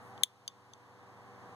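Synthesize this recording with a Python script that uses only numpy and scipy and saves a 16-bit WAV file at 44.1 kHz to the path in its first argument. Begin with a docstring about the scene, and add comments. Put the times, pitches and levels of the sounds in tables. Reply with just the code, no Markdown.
"""Resetting a stopwatch

A fan runs in a small room. Close to a phone, a finger presses a stopwatch's crown, which takes up its
play; the hammer snaps the hands to zero, then the crown and its lever click back. Each impact excites
the damped normal modes of the steel case. The snap pulls the phone's automatic gain down, and the
room tone creeps back up."""
import sys
import numpy as np
from scipy import signal
from scipy.fft import rfft, irfft
from scipy.io import wavfile
from scipy.ndimage import uniform_filter1d

SR = 44100
rng = np.random.default_rng(int(sys.argv[2]) if len(sys.argv) > 2 else 0)


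def dump_mix(stems):
    """Bounce the given channels to the path in sys.argv[1] as a 16-bit WAV at rate SR."""
    frames = np.atleast_2d(stems).T  # one column per channel
    limited = np.clip(frames, -1, 1)  # hard clip at full scale
    pcm = np.round(limited * 32767).astype(np.int16)
    wavfile.write(sys.argv[1], SR, pcm)


N = 68355
FREQS = np.fft.rfftfreq(N, 1 / SR)


def undb(db):
    """Amplitude ratio of a level in decibels."""
    return 10 ** (np.asarray(db) / 20)


def curve(points):
    """Magnitude response through (f/Hz, level/dB) points, interpolated in log frequency."""
    hz, db = np.array(points, float).T
    return undb(np.interp(np.log(FREQS + 1), np.log(hz), db))


def tint(x, points):
    """Zero-phase filtering by a magnitude response."""
    return irfft(rfft(x) * curve(points), N)


def unit(x):
    """Normalisation to unit rms."""
    return x / np.sqrt(np.mean(x ** 2))


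def noise(spectrum):
    """Spectrally shaped Gaussian noise of unit rms."""
    return unit(tint(rng.standard_normal(N), spectrum))


def decay(age, t60):
    """Exponential damping from age 0, by 60 dB in t60 seconds."""
    return (age >= 0) * np.exp(-np.log(1000) * np.maximum(age, 0) / t60)


def widen(x, share=0.61, delay_s=0.000389, corner_hz=1410):
    """Antiphase crossfeed: each channel loses a delayed copy of the other's treble."""
    highpass = 1 - np.exp(-(FREQS / corner_hz) ** 2)
    crossfeed = share * np.exp(-2j * np.pi * FREQS * delay_s) * highpass
    return x - irfft(rfft(x[::-1]) * crossfeed, N)


def diffuse(spectrum, side_gain):
    """Partial coherence: independent mid and side noises form a widened stereo pair."""
    mid, side = (irfft(rfft(noise(spectrum)) * gain / np.hypot(1, side_gain), N)
                 for gain in (1, side_gain))
    return unit(widen(np.array([mid + side, mid - side])))


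# Airflow spectrum: f/Hz, relative level/dB
AIR_SPECTRUM = [(25, -30.5), (65, -13), (110, -6), (200, -1), (350, -6.5), (620, -6), (790, 1), (900, -4),
                (1080, -1.5), (1400, -11.5), (1750, -6), (2400, -20), (3500, -25.5), (7000, -31),
                (15000, -43.5)]
# Side-to-mid ratio of the airflow: f/Hz, level/dB
AIR_SIDE_RATIO = [(40, 5), (110, 0), (400, -7), (700, -11.5), (1200, -18.5), (1700, 6.5), (3000, 1.5)]
# Blade tones: harmonic number, rms level/dB
BLADE_HARMONICS = [(1, -66.5), (2, -71.5), (3, -73.5), (4, -66), (5, -61.5), (6, -69.5), (7, -75),
                   (8, -67.5), (10, -67)]

def fan(t, blade_hz=98, waver_depth=0.002, mains_hz=120.3):
    """Harmonics of a wavering blade-passing frequency add to mains hum and broadband airflow noise."""
    waver = unit(irfft(rfft(rng.standard_normal(N)) * np.exp(-FREQS / 5), N))
    cycles = np.cumsum(blade_hz * (1 + waver_depth * waver)) / SR
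    blades = sum(undb(db) * np.sin(2 * np.pi * (k * cycles + rng.random())) for k, db in BLADE_HARMONICS)
    hum = undb(-62.5) * np.sin(2 * np.pi * mains_hz * t)
    air = undb(-51) * diffuse(AIR_SPECTRUM, curve(AIR_SIDE_RATIO))
    return np.sqrt(2) * (blades + hum) + air


# Skin friction spectrum: f/Hz, relative level/dB
RUB_SPECTRUM = [(3000, -16), (7000, -1), (10000, 5), (12500, -7), (14000, -1), (15500, -25)]
# Handling rumble spectrum: f/Hz, relative level/dB
RUMBLE_SPECTRUM = [(25, 5), (55, 11), (90, 9), (200, -25), (600, -52)]

def finger(t, press_s=0.067, press_width_s=0.067, release_s=0.465):
    """Friction of skin on the knurled crown hisses faintly; letting go sets off a damped rumble."""
    rumble = decay(t - release_s, t60=0.18) * np.array([noise(RUMBLE_SPECTRUM) for _ in range(2)])
    pressure = np.exp(-((t - press_s) / press_width_s) ** 2)
    rub = pressure * diffuse(RUB_SPECTRUM, side_gain=0.76)
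    return undb(-72) * rub + undb(-55.5) * rumble


# Modes of case and movement: f/Hz, level/dB when struck by hammer, by crown, by lever, T60/s
CASE_MODES = [(519, -14.5, -21, -23, 0.0065), (1301, -21, -29, -18, 0.0073), (2079, -6.5, -6, -19, 0.0021),
              (2950, -25, -4, -12, .0098), (3064, -11.5, -5, -12, 0.021), (3495, 8.5, 2, 4.5, 0.008),
              (3668, 2.5, -13.5, -10.4, .0036), (4463, -21.5, -31, -20, .0067),
              (4790, -12.5, -4, -12, 0.013), (5630, -16.5, -6.5, -3, 0.002), (6230, 1, -3, -.5, .0113),
              (7377, -3, -6.5, -16, .0195), (8430, -1.5, -9, 0, .0038), (9914, -1, 2.5, -5, .0071),
              (10642, -23.5, -6.5, -7.5, 0.0057), (11120, -21, -19.8, -15, .016),
              (11870, -4.5, -4, -12, 0.004), (13025, -20, -18, -22, 0.011), (15200, -3, -6, -10, 0.0035)]
# Filter colouring the contact noise: f/Hz, level/dB
CRACK_RESPONSE = [(100, -37), (300, -14.5), (650, -2.5), (1200, -7.5), (2100, 14), (4000, -0.5),
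                  (5000, -14), (7000, 1), (11500, 4.5), (13300, -9.5), (15000, -10), (16000, -30.5)]

def impacts(t, contacts, striker):
    """Modal superposition: each contact excites damped sinusoids and a brief crack of noise."""
    out = np.zeros(N)
    column = ("hammer", "crown", "lever").index(striker)
    for start, low_db, mid_db, high_db in contacts:
        age = t - start
        for k, (hz, *mode_dbs, t60) in enumerate(CASE_MODES):
            band_db = low_db if hz < 4000 else mid_db if hz < 8000 else high_db
            amplitude = (-1) ** k * undb(mode_dbs[column] + band_db)
            out += amplitude * np.sin(2 * np.pi * hz * age) * decay(age, t60)
        crack = rng.standard_normal(N) * decay(age, t60=0.022)
        out += undb(high_db - 22) * tint(crack, CRACK_RESPONSE)
    return out


# Rattle onsets: t/s, level/dB
RATTLE_ONSETS = [(0.236, -40.5), (0.480, -44.5)]
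# Rattle spectrum: f/Hz, relative level/dB
RATTLE_SPECTRUM = [(1500, -25), (2900, -18.5), (3280, -5), (3500, 1), (3800, -12), (5000, -19.5),
                   (6300, -14.5), (8000, -28.5), (15000, -38.5)]

def rattle(t):
    """Free vibration of springs and loose parts: decaying noise around the main resonance."""
    return sum(undb(db) * decay(t - start, t60=0.14) * noise(RATTLE_SPECTRUM)
               for start, db in RATTLE_ONSETS)


# Contacts: t/s, level/dB below 4 kHz, at 4-8 kHz, above 8 kHz (the last also drives the crack)
CROWN_CONTACTS = [(0.1776, -44, -53, -61), (0.4781, -17, -15, -24.5), (0.4802, -34, -20, -33)]  # takes up its play, later springs back and bounces once
HAMMER_CONTACTS = [(0.23346, -19.5, -24.6, -24), (0.23434, -15.5, -8, -11.5), (0.23468, -24, -24, -6.5),
                   (0.23508, 3, -1.27, 0.5)]  # touches, slides and seats on the cams
LEVER_CONTACTS = [(0.7356, -35, -30.4, -43)]  # drops back

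def stopwatch(t, radiation_hz=480):
    """Radiation from a small body: all contacts drive one case, which radiates bass poorly."""
    vibration = (impacts(t, HAMMER_CONTACTS, "hammer") + impacts(t, CROWN_CONTACTS, "crown")
                 + impacts(t, LEVER_CONTACTS, "lever") + rattle(t))
    return signal.sosfilt(signal.butter(2, radiation_hz, "high", fs=SR, output="sos"), vibration)


# Further colouring of the right channel: f/Hz, level/dB
SHADOW_RESPONSE = [(4000, 3.5), (6500, 1.5), (8000, -4), (12000, -3.5), (15000, -2)]

def microphones(x, far_db=-22.5, lag_s=0.00012):
    """Acoustic shadowing: the right microphone faces away, so its signal is weaker, later and duller."""
    delayed = irfft(rfft(x) * np.exp(-2j * np.pi * FREQS * lag_s), N)
    left, right = widen(np.array([x, undb(far_db) * delayed]))
    return np.array([left, tint(right, SHADOW_RESPONSE)])


def room(x, t, delay_s=0.0026):
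    """Reverberation: convolution with an impulse response of decaying noise."""
    response = np.zeros((2, N))
    for db, t60 in ((-21.5, 0.036), (-34.5, 0.17)):  # reflections from hand and phone, then the walls
        tail = rng.standard_normal((2, N)) * decay(t - delay_s, t60)
        response += undb(db) * tail / np.linalg.norm(tail, axis=1, keepdims=True)
    return signal.fftconvolve(x, response, axes=1)[:, :N]


def scene():
    """Linear superposition of the clicks, their reflections, the finger and the fan."""
    t = np.arange(N) / SR
    clicks = microphones(stopwatch(t))
    return clicks + widen(room(clicks, t)) + finger(t) + fan(t)


def automatic_gain(x, threshold_db=-4, recovery_db_per_s=10, initial_cut_db=3):
    """Peak limiting: the gain falls just ahead of a peak and recovers linearly in decibels."""
    ahead, attack = int(0.0035 * SR), int(0.0018 * SR)
    peak_db = 20 * np.log10(np.abs(x).max(axis=0) + 1e-9)
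    excess_db = np.maximum(peak_db - threshold_db, 0)
    excess_db = np.pad(excess_db[ahead:], (0, ahead))
    recovery_db = recovery_db_per_s * np.arange(N) / SR
    held_db = np.maximum.accumulate(excess_db + recovery_db)
    cut_db = np.maximum(held_db, initial_cut_db) - recovery_db
    return undb(-uniform_filter1d(cut_db, attack))


# Microphone self-noise spectrum: f/Hz, relative level/dB
HISS_SPECTRUM = [(100, -2), (3000, 6), (7000, -1), (12000, -8), (14500, -14.5), (15700, -32.5)]

def record(dry, cutoff_hz=16100):
    """The phone's signal chain: gain control, a steady noise floor and band limiting."""
    hiss = undb(-73) * diffuse(HISS_SPECTRUM, side_gain=0.97)
    lowpass = signal.ellip(8, 0.2, 70, cutoff_hz, fs=SR, output="sos")
    return signal.sosfilt(lowpass, dry * automatic_gain(dry) + hiss)


dry = scene()
out = record(dry)
dump_mix(out)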